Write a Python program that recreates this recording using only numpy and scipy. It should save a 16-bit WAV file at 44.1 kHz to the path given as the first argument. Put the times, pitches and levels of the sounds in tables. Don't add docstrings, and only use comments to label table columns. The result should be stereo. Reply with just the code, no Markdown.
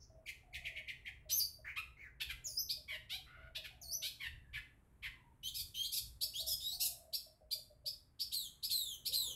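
import sys
import numpy as np
from scipy import signal
from scipy.fft import rfft, irfft, next_fast_len
from scipy.io import wavfile
from scipy.ndimage import map_coordinates

SR = 44100
rng = np.random.default_rng(int(sys.argv[2]) if len(sys.argv) > 2 else 0)


def output_pcm(signal):
    pcm = np.clip(np.atleast_2d(signal).T, -1, 1) * 32767
    wavfile.write(sys.argv[1], SR, np.round(pcm).astype(np.int16))


N = 412335
TOP_HZ = 15750


# (frequency [Hz], level per Hz [dB])
LOW_SPECTRUM = [(12, -27.5), (20, -7), (64, 3), (86, -3.5), (130, -1.5), (172, -18.5), (253, -20),
                (300, -30), (390, -44), (660, -120)]
# (time [s], level [dB])
TRAFFIC_LEVEL = [(0, -64.5), (5, -65), (6.6, -66), (7.3, -72.5), (7.8, -66.5), (8.4, -73), (9.35, -63.5)]
# (time of top [s], time from top to 1/e of its height [s], level [dB])
GUSTS = [(.6, 0.12, -58.5), (2.33, 0.068, -54), (3.439, 0.078, -59.5), (3.88, 0.025, -60.5),
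         (4.34, 0.082, -52), (4.561, 0.052, -50.5), (5.08, 0.056, -56.5), (5.64, 0.026, -54.5),
         (6.1, 0.092, -56), (6.521, 0.11, -59.5), (6.77, 0.069, -61.5), (8.7, 0.055, -61.5),
         (9.199, 0.092, -62)]
# (time [s], level [dB])
HUSH_LEVEL = [(0, -77), (.9, -79), (2.6, -77), (4.1, -81.5), (8.7, -87.5), (9.35, -68.5)]
# (frequency [Hz], level per Hz [dB])
HUSH_SPECTRUM = [(150, -28.5), (250, -1.0), (380, 1.5), (600, -5.5), (1100, -10.5), (2500, -26.5),
                 (6000, -67)]
# (frequency [Hz], level per Hz [dB])
AIR_SPECTRUM = [(60, -3), (160, 2), (300, -4), (500, -13), (1000, -13.5), (2000, -19), (5000, -35.5),
                (9000, -26.5), (12000, -25.5), (14000, -38), (16000, -42)]

# (frequency [Hz], gain [dB])
BEAK = [(2500, -23.5), (4500, -5.5), (6000, -7), (8000, -3), (9300, -8), (10600, -0.5), (12000, 2.5),
        (13300, -3), (15500, -5)]
# (frequency [Hz], gain [dB])
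BREATH_SPECTRUM = [(4000, -6), (6500, 3.5), (9500, -16), (12000, -8), (15000, 1)]

# (time [s], length [s], start pitch [Hz], middle pitch [Hz], end pitch [Hz], level [dB], rasp [0-1])
SLURS = [(0, 0.054, 5480, 5590, 5650, -61.5, 0.64), (1.644, 0.082, 1703, 2090, 2168, -48, 0.9),
         (1.764, 0.037, 994, 1324, 1310, -55, 0), (1.967, 0.12, 2150, 2222, 1456, -55, 0.46)]

# (time [s], length [s], pitch [Hz], level [dB])
COOS = [(0.097, 0.12, 645, -66), (1.08, .04, 763, -70), (1.253, 0.045, 626, -65),
        (1.585, 0.029, 618, -63.5), (2.464, 0.05, 620, -68), (2.766, 0.052, 603, -68),
        (2.917, 0.051, 613, -62.5), (3.121, 0.086, 750, -64.5), (3.369, .15, 652, -66.5),
        (3.573, 0.036, 631, -60.5), (6.221, 0.055, 629, -67), (6.395, 0.12, 641, -61)]
# (time [s], length [s], level [dB])
ROLLS = [(.43, 0.39, -68.5), (3.704, 0.35, -69), (6.721, .43, -65.5)]
ROLL_START_HZ, ROLL_END_HZ = 742, 614
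RUN_START_S, RUN_STEP_S, RUN_NOTE_S = 7.262, .1445, 0.045
RUN_HZ, RUN_SAG_HZ, RUN_DB = 632, 11, -63.5

# (time [s], pitch [Hz], level [dB], overtone level against the main tone [dB])
CHUKS = [(0.256, 2440, -44.5, -8), (.526, 2298, -44, -11.5), (0.638, 2363, -43.5, -17),
         (0.75, 2326, -43.5, -21), (0.868, 2213, -43.5, -18), (1.046, 2112, -45, -20.5)]
# (time from its start [s], pitch [ratio], level [dB], rasp [0-1])
CHUK_COURSE = [(0, 1.04, -22.5, .03), (.011, 0.9, -3.5, 0), (.02, 1.2, -3, 0.9), (.03, 1.1, 0, .6),
               (.038, .9, 2.5, .15), (.05, 0.69, -17, .1)]

# (time [s], length [s],
# start pulse rate [Hz], glide [ratio], throat [Hz], level [dB], treble level [dB], rasp [0-1])
BUZZES = [(1.288, 0.031, 876, 1.37, 4310, -39.5, -41.5, 0.74),
          (1.755, .034, 1042, 1.35, 2430, -40.5, -56, 0.46),
          (3.09, .064, 663, 1.26, 3400, -43.5, -54, 0.22), (3.256, .22, 681.6, 1.06, 1620, -62, -88, 0.5),
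          (4.014, 0.06, 704, 1.21, 3850, -41, -47, .3)]
BUZZ_WIDTH_HZ = 1690
# (time [s], throat [Hz], level [dB], treble level [dB])
CHIPS = [(2.686, 4270, -35.5, -45.5), (6.205, 4600, -34.5, -37), (7.124, 4520, -36.5, -40.5),
         (7.504, 4410, -36.5, -41.5), (7.851, 4660, -37.5, -46), (8.189, 4680, -36, -45),
         (8.623, 4540, -37.5, -41.5), (9.047, 4180, -37, -40)]
CHIP_S, CHIP_RATE_HZ, CHIP_GLIDE, CHIP_WIDTH_HZ, CHIP_RASP = .03, 1030, 1.27, 920, 0.53
# (time [s], length [s], start pulse rate [Hz], glide [ratio], level [dB], rasp [0-1])
CHOWS = [(2.875, 0.081, 1168, 0.81, -43.5, .35), (4.194, 0.076, 1173, 0.74, -43, .35),
         (4.527, 0.051, 1303, .66, -44.5, 0.8), (5.02, .047, 1353, 0.65, -43, 0.8)]
CHOW_THROAT_HZ, CHOW_WIDTH_HZ, CHOW_TREBLE_DB = 2363, 1480, -18

# (time [s], pitch [Hz], level [dB], overtone level against the main tone [dB], rasp [0-1])
WHISTLES = [
    [(1.317, 5855, -34.5, -2, 0.02), (1.357, 6360, -39.5, 3, .1), (1.382, 5790, -48, 19, 0.4),
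     (1.402, 4930, -34.5, -9.5, 0.4), (1.44, 4585, -37.5, -13, 0), (1.458, 4670, -53, -8, 0)],
    [(2.441, 7170, -46, -15, 0.26), (2.46, 6760, -37.5, -17, 0), (2.475, 5450, -44.5, -4, .3),
     (2.52, 4660, -60.5, 7, 0.1), (2.566, 4870, -49.5, 1, 0), (2.578, 5050, -30.5, -36, 0.01),
     (2.592, 5896, -40.5, 4.5, .1), (2.622, 6370, -48, 2, 0)],
    [(3.814, 6920, -46.5, -7, 0.05), (3.838, 4550, -56, 0, 0.1), (3.872, 4305, -56, -3, 0),
     (3.908, 4580, -47.5, -6.5, 0.01), (3.935, 5890, -38, -1.5, 0.1), (3.965, 6120, -43.5, -8, 0.02)],
]

# (time [s], base pulse rate [Hz],
# base throat [Hz], first stroke level [dB], second stroke level [dB], base treble level [dB])
CHAKS = [(2.197, 818, 3090, -37, -43, -48.5), (3.545, 843.4, 3420, -40.5, -47.5, -54)]
# (time from start [s], length [s], pulse rate [ratio], glide [ratio],
# throat [ratio], throat width [Hz], treble change [dB])
CHAK_STROKES = [(0, .024, 1, 1.15, 0.99, 1750, 0.5), (0.087, .028, 1.15, .72, 0.83, 2200, -4.5)]
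# (time [s], base pulse rate [Hz],
# base throat [Hz], first stroke level [dB], second stroke level [dB], base treble level [dB])
SCREECHES = [(5.536, 1156, 4780, -44.5, -42.5, -44), (5.912, 1204, 4930, -41.5, -38.5, -39.5),
             (6.458, 1679, 5370, -40, -36, -39.5), (6.793, 1305, 5080, -34.5, -40.5, -34.5)]
# (time from start [s], length [s], pulse rate [ratio], glide [ratio],
# throat [ratio], throat width [Hz], treble change [dB])
SCREECH_STROKES = [(0, .036, 1, 1.13, 0.95, 1650, 1), (0.04, .031, 1.09, .89, 0.92, 1500, 2.5)]
CHAK_RASP, SCREECH_RASP = .55, .45

# (time [s], length [s], start pitch [Hz], end pitch [Hz], level [dB], roll [0-1])
FAR_CALLS = [(4.44, 0.092, 1700, 1720, -72, 0.27), (5.13, 0.2, 1046, 890, -72.5, 0.5),
             (8.81, .054, 491, 466, -75.5, .2), (9.08, 0.071, 459, 530, -65, 0.61),
             (9.175, .11, 1040, 928, -71, 0.23), (9.275, 0.047, 479, 514, -62.5, 0.2)]

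# (time [s], length [s], start pitch [Hz], knee pitch [Hz], top pitch [Hz], level [dB])
UPSLURS = [(5.43, .06, 2940, 3174, 4060, -43.5), (5.741, .128, 3028, 3252, 4785, -42),
           (6.336, .082, 2844, 3863, 4990, -43), (6.602, .15, 3593, 3990, 4800, -42.5)]
KNEE_SHARE, UPSLUR_SWELL_DB = 0.76, -9

# (time [s], length [s], start pitch [Hz], end pitch [Hz], level [dB])
SQUEALS = [(8.337, .14, 4425, 3097, -38), (8.717, .235, 4240, 3053, -35.5),
           (9.141, .195, 4270, 2967, -35.5)]
SQUEAL_FADE_DB = -17.5
SQUEAL_CLEAR_S, SQUEAL_LEAD_S = 0.02, 0.025
SQUEAL_BOW, SQUEAL_RIPPLE = .02, .008

# (frequency [Hz], left minus right [dB])
BEAK_PAN = [(1000, 7), (4500, 0.5), (8000, -1.5), (11000, -8.5), (15000, -6)]
# (delay [s], left level [dB], right level [dB])
WALLS = [(.0013, -11, -19), (.0034, -10, -8.5), (0.011, -1, -8.5), (0.018, -12, -17), (.03, -17, -13.5)]
# (frequency [Hz], time to fall by 60 dB [s])
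ECHO_DECAY = [(500, 0.5), (2000, 0.36), (5000, 0.32), (9000, 0.39), (15000, 0.28)]
# (frequency [Hz], gain [dB])
GARDEN_TONE = [(2000, 4), (5000, 3.5), (12000, -0.5), (15000, 2.0)]


def amp(db):
    return 10 ** (np.asarray(db) / 20)


def unit(x):
    return x / np.sqrt(np.mean(x ** 2) + 1e-20)


def along(points, hz):
    f, v = np.transpose(points)
    return np.interp(np.log(hz + 1), np.log(f + 1), v)


def clock(length):
    return np.arange(int(length * SR)) / SR


def wobble(rate, size):
    knots = rng.standard_normal(int(size * rate / SR) + 4)
    return map_coordinates(knots, [np.arange(size) * rate / SR], mode="mirror")


def filtered(x, response):
    n = x.shape[-1]
    m = next_fast_len(n + 4096)
    return irfft(rfft(x, m) * response(np.fft.rfftfreq(m, 1 / SR)), m)[..., :n]


def high_pass(f, edge_hz, order=8):
    return 1 / np.sqrt(1 + (edge_hz / (f + 1)) ** (2 * order))


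def gate(t, length, rise, fall):
    opening = np.clip(t / rise, 0, 1)
    closing = np.clip((length - t) / fall + .5, 0, 1)
    return np.sin(np.pi / 2 * opening * closing) ** 2


def add(track, s, x):
    part = track[max(round(s * SR), 0):][:len(x)]
    part += x[:len(part)]


def noise(spectrum, width):
    mid, side = filtered(rng.standard_normal((2, N)), lambda f: amp(along(spectrum, f)))
    return unit(np.array([mid + width * side, mid - width * side]))


def traffic(trim_db=-1, unrest_db=2.0):
    t = np.arange(N) / SR
    level_db = np.interp(t, *np.transpose(TRAFFIC_LEVEL)) + trim_db + unrest_db * wobble(5, N)
    return amp(level_db) * noise(LOW_SPECTRUM, width=0.13)


def wind(trim_db=-1, edge_hz=110):
    t = np.arange(N) / SR
    gusts = sum(amp(db + trim_db) * np.exp(-((t - s) / width) ** 2) for s, width, db in GUSTS)
    broad = noise(LOW_SPECTRUM, width=0.51)
    return gusts * unit(filtered(broad, lambda f: high_pass(edge_hz, f, order=2)))


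def background(air_db=-76, left_db=2, drone_hz=59.0, drone_db=-73, hush_db=-1):
    t = np.arange(N) / SR
    drone_phase = 2 * np.pi * np.cumsum(drone_hz + 2.7 * wobble(6, N)) / SR
    drone = amp(drone_db + 3.3 * wobble(3, N)) * np.sin(drone_phase)
    hush_level_db = np.interp(t, *np.transpose(HUSH_LEVEL)) + hush_db + 2 * wobble(12, N)
    hush = amp(hush_level_db) * noise(HUSH_SPECTRUM, width=0.57)
    air = amp(air_db + 2.7 * wobble(1.19, N)) * noise(AIR_SPECTRUM, width=0.47)
    return (traffic() + wind() + drone) * amp([[left_db], [-left_db]]) + hush + air


def tone(t, pitch, level_db, overtone_db, rasp, flutter=0.13, flutter_rate=1500, shimmer=0.09,
         waver=0.0042, overtone_slope=1.24):
    n = len(t)
    shaken = 1 + waver * wobble(220, n) + flutter * rasp * wobble(flutter_rate, n)
    phase = 2 * np.pi * np.cumsum(pitch * shaken) / SR
    k = np.arange(2, 7)[:, None]
    below_top = 1 - high_pass(k * pitch, 18000, order=12)
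    weights = amp(along(BEAK, k * pitch)) * below_top / k ** overtone_slope
    overtones = (weights * np.sin(k * phase)).sum(0) / np.sqrt((weights ** 2).sum(0) + 1e-12)
    size = amp(level_db + 1.6 * wobble(130, n)) * (1 + shimmer * rasp * wobble(flutter_rate, n))
    edge = 0.0026
    wave = np.sin(phase) + amp(overtone_db) * overtones
    return np.sqrt(2) * size * gate(t, t[-1] - edge / 2, edge, edge) * wave


def sung(t, pitch, level_db, overtone_db, rasp, breath_db=-11):
    air = filtered(rng.standard_normal(len(t)),
                   lambda f: high_pass(f, 2300) * amp(along(BREATH_SPECTRUM, f)))
    leak = np.clip(4 * rasp - .13, 0, 1)
    breath = amp(level_db + breath_db) * leak * gate(t, t[-1] - .005, 0.0089, 0.012)
    return tone(t, pitch, level_db, overtone_db, rasp) + breath * unit(air)


def slurs(edge_db=-9, overtone_db=-26):
    out = np.zeros(N)
    for s, length, start_hz, middle_hz, end_hz, db, rasp in SLURS:
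        t = clock(length)
        pitch = np.interp(t / length, [0, .5, 1], [start_hz, middle_hz, end_hz])
        level_db = db + edge_db * (2 * t / length - 1) ** 2
        add(out, s, sung(t, pitch, level_db, overtone_db, rasp, breath_db=-21))
    return out


def coos(notes, roll_rate=26, roll_depth=0.078):
    husk = .4
    out = np.zeros(N)
    for s, length, start_hz, end_hz, db, roll in notes:
        t = clock(length + .03)
        throb_rate = roll_rate * (1 + 0.14 * wobble(25, len(t)))
        throb = roll * np.sin(2 * np.pi * np.cumsum(throb_rate) / SR)
        glide = np.interp(t, [0, length], [start_hz, end_hz])
        pitch = glide * (1 + roll_depth * throb + 0.0054 * wobble(90, len(t)))
        size = 1 + throb + (husk + roll / 2) * wobble(280, len(t))
        envelope = amp(db) * gate(t, length, 0.0066, 0.0068) * unit(size)
        add(out, s, envelope * np.sin(2 * np.pi * np.cumsum(pitch) / SR))
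    return out


def dove(count=5, short_roll=0.27, long_roll=0.46):
    notes = [(s, length, hz, hz, db, short_roll) for s, length, hz, db in COOS]
    notes += [(s, length, ROLL_START_HZ, ROLL_END_HZ, db, long_roll) for s, length, db in ROLLS]
    for k in range(count):
        hz = RUN_HZ - k * RUN_SAG_HZ
        notes.append((RUN_START_S + k * RUN_STEP_S, RUN_NOTE_S, hz, hz, RUN_DB, short_roll))
    return coos(notes)


def chuks():
    out = np.zeros(N)
    knots, *cols = np.transpose(CHUK_COURSE)
    t = clock(knots[-1])
    ratio, shape_db, rasp = [np.interp(t, knots, c) for c in cols]
    for s, hz, db, overtone_db in CHUKS:
        add(out, s, tone(t, hz * ratio, db + shape_db, overtone_db, rasp,
                         flutter=0.28, flutter_rate=2300, shimmer=0.77))
    return filtered(out, lambda f: high_pass(f, 1896, order=12))


def harsh_note(length, start_hz, glide, throat_hz, width_hz, db, beak_db, rasp, chest_db=-40,
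               follow=0.54, rise=0.019, fall=0.01, lead=0.00508, beak_edge_hz=6900):
    jitter, breathy = .1, .15
    t = clock(length + lead + fall)
    progress = np.clip((t - lead) / length, 0, 1)
    scoop = 1 - .5 * rasp * np.exp(-t / .007)
    end_hz = start_hz * glide
    mean_hz = (start_hz + end_hz) / 2
    rate = (start_hz + (end_hz - start_hz) * progress) * scoop
    phase = 2 * np.pi * np.cumsum(rate * (1 + jitter * rasp * wobble(450, len(t)))) / SR
    harmonics = np.arange(1, int(TOP_HZ / rate.max()))[:, None]
    pulses = unit(np.cos(harmonics * phase).sum(0))
    puffs = unit(rng.standard_normal(len(t)) * (1 + np.cos(phase)) ** 2)
    share = np.clip(breathy * rasp, 0, 1)
    source = np.sqrt(1 - share) * pulses + np.sqrt(share) * puffs

    body = np.zeros(len(t))
    for place in (0, .5, 1):
        hz = throat_hz * (1 + (end_hz - start_hz) * (place - .5) / mean_hz) ** follow
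        ring = filtered(source, lambda f: 1j * f * width_hz * .7
                        / (hz * hz - f * f + 1j * f * width_hz * 0.91))
        body += np.clip(1 - 2 * abs(progress - place), 0, 1) * ring

    low_hz = min(2.94 * mean_hz, 300 + .5 * throat_hz)
    high_hz = 5150 + 0.5 * width_hz

    def throat_band(f):
        chest_leak = amp(chest_db) * high_pass(f, 1000)
        bass = np.maximum(high_pass(f, low_hz, order=13), chest_leak)
        return bass * (.04 + high_pass(high_hz, f, order=18))

    body = unit(filtered(body, throat_band))
    body = unit(filtered(body, lambda f: high_pass(1.4 * throat_hz, f, order=3)))
    locked = np.clip((1900 - width_hz) / 1300, 0, .75)
    chirp = np.sin(round(throat_hz / mean_hz) * phase) * (1 + rasp * wobble(600, len(t)))
    body = np.sqrt(1 - locked) * body + np.sqrt(locked) * unit(chirp)
    treble_edge_hz = beak_edge_hz - 0.28 * width_hz
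    treble = unit(filtered(source, lambda f: amp(along(BEAK, f)) * high_pass(f, treble_edge_hz)))
    return gate(t, length + lead, rise, fall) * (amp(db) * body + amp(beak_db) * treble)


def single_rasps():
    out = np.zeros(N)
    for s, length, rate_hz, glide, throat_hz, db, treble_db, rasp in BUZZES:
        add(out, s, harsh_note(length, rate_hz, glide, throat_hz, BUZZ_WIDTH_HZ, db, treble_db,
                               rasp, chest_db=-9))
    for s, throat_hz, db, treble_db in CHIPS:
        add(out, s, harsh_note(CHIP_S, CHIP_RATE_HZ, CHIP_GLIDE, throat_hz, CHIP_WIDTH_HZ, db,
                               treble_db, CHIP_RASP))
    for s, length, rate_hz, glide, db, rasp in CHOWS:
        add(out, s, harsh_note(length, rate_hz, glide, CHOW_THROAT_HZ, CHOW_WIDTH_HZ, db,
                               db + CHOW_TREBLE_DB, rasp, chest_db=-11.5, follow=0.68))
    return out


def whistles():
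    out = np.zeros(N)
    for rows in WHISTLES:
        s, *cols = np.transpose(rows)
        t = clock(s[-1] - s[0])
        pitch, level_db, overtone_db, rasp = [np.interp(t + s[0], s, c) for c in cols]
        add(out, s[0], sung(t, pitch, level_db, overtone_db, rasp))
    return out


def double_rasps(notes, strokes, rasp, chest_db):
    out = np.zeros(N)
    for s, rate_hz, throat_hz, *levels_db, treble_db in notes:
        for db, stroke in zip(levels_db, strokes):
            delay, length, faster, glide, higher, width_hz, brighter_db = stroke
            add(out, s + delay, harsh_note(length, rate_hz * faster, glide, throat_hz * higher,
                                           width_hz, db, treble_db + brighter_db, rasp, chest_db))
    return out


def upslurs(overtone_db=-5, end_db=-1, creep_rasp=0.078, edge_rasp=0.33):
    out = np.zeros(N)
    for s, length, start_hz, knee_hz, top_hz, db in UPSLURS:
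        t = clock(length)
        pitch = np.interp(t / length, [0, KNEE_SHARE, 1], [start_hz, knee_hz, top_hz])
        stages = [0, KNEE_SHARE / 2, KNEE_SHARE, 1]
        level_db = db + np.interp(t / length, stages, [UPSLUR_SWELL_DB, 0, 0, end_db])
        rasp = np.interp(t / length, stages, [edge_rasp, creep_rasp, creep_rasp, edge_rasp])
        add(out, s, sung(t, pitch, level_db, overtone_db, rasp))
        add(out, s - .006, harsh_note(length=length, start_hz=939, glide=1.2, throat_hz=knee_hz * 1.21,
                                      width_hz=1100, db=db - 11, beak_db=db - 17, rasp=.5))
    return out


def squeals(first_overtone_db=-13, overtone_db=-1, first_rasp=.35, rasp=0.1):
    out = np.zeros(N)
    for s, length, start_hz, end_hz, db in SQUEALS:
        add(out, s - SQUEAL_LEAD_S, harsh_note(length=.033, start_hz=862, glide=1.4, throat_hz=4310,
                                               width_hz=1000, db=db - 1.5, beak_db=db - 3.5, rasp=.55))
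        t = clock(length)
        clear = [0, SQUEAL_CLEAR_S]
        bend = 1 + SQUEAL_BOW * np.sin(np.pi * t / length) + SQUEAL_RIPPLE * wobble(70, len(t))
        pitch = bend * (start_hz + (end_hz - start_hz) * t / length)
        level_db = db + SQUEAL_FADE_DB * t / length
        overtones_db = np.interp(t, clear, [first_overtone_db, overtone_db])
        add(out, s, sung(t, pitch, level_db, overtones_db, np.interp(t, clear, [first_rasp, rasp])))
    return out


def song():
    tones = slurs() + chuks() + whistles() + upslurs() + squeals()
    chaks = double_rasps(CHAKS, CHAK_STROKES, CHAK_RASP, chest_db=-5.5)
    screeches = double_rasps(SCREECHES, SCREECH_STROKES, SCREECH_RASP, chest_db=-38.5)
    return tones + single_rasps() + chaks + screeches


def echoes(x, t60_of, delay):
    hz, t, z = signal.stft(rng.standard_normal((2, int(SR * .7))), SR, nperseg=256)
    tail = signal.istft(z * amp(-60 * t / t60_of(hz)[:, None]), SR, nperseg=256)[1]
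    tail *= np.clip(np.arange(tail.shape[1]) / SR / delay - .5, 0, 1)
    tail /= np.linalg.norm(tail, axis=1, keepdims=True)
    return signal.fftconvolve(x, tail, axes=1)[:, :N]


def shrike(direct_db=-2, near_db=-10, garden_db=-8, lag_s=.00004):
    voice = song()
    sides = np.array([[.5], [-.5]])

    def to_microphones(f):
        return amp(sides * along(BEAK_PAN, f)) * np.exp(-2j * np.pi * f * sides * lag_s)

    def reflections(f):
        total = 0
        for delay, left_db, right_db in WALLS:
            arrival = delay + sides * rng.normal(0, 0.00013)
            total = total + amp([[left_db], [right_db]]) * np.exp(-2j * np.pi * f * arrival)
        return total

    direct = filtered(voice, to_microphones)
    walls = filtered(direct, reflections)
    near = echoes(direct, lambda f: np.full(len(f), .12), delay=0.00067)
    garden = echoes(voice[None], lambda f: along(ECHO_DECAY, f), delay=0.016)
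    garden = filtered(garden, lambda f: amp(along(GARDEN_TONE, f)))
    return amp(direct_db) * (direct + walls) + amp(near_db) * near + amp(garden_db) * garden


def far_birds(direct_db=0, garden_db=-3):
    calls = (dove() + coos(FAR_CALLS))[None]
    garden = echoes(calls, lambda f: along(ECHO_DECAY, f), delay=0.0013)
    return amp(direct_db) * calls + amp(garden_db) * garden


def scene():
    return background() + shrike() + far_birds()


def record(dry):
    return filtered(dry, lambda f: f < TOP_HZ)


dry = scene()
out = record(dry)
output_pcm(out)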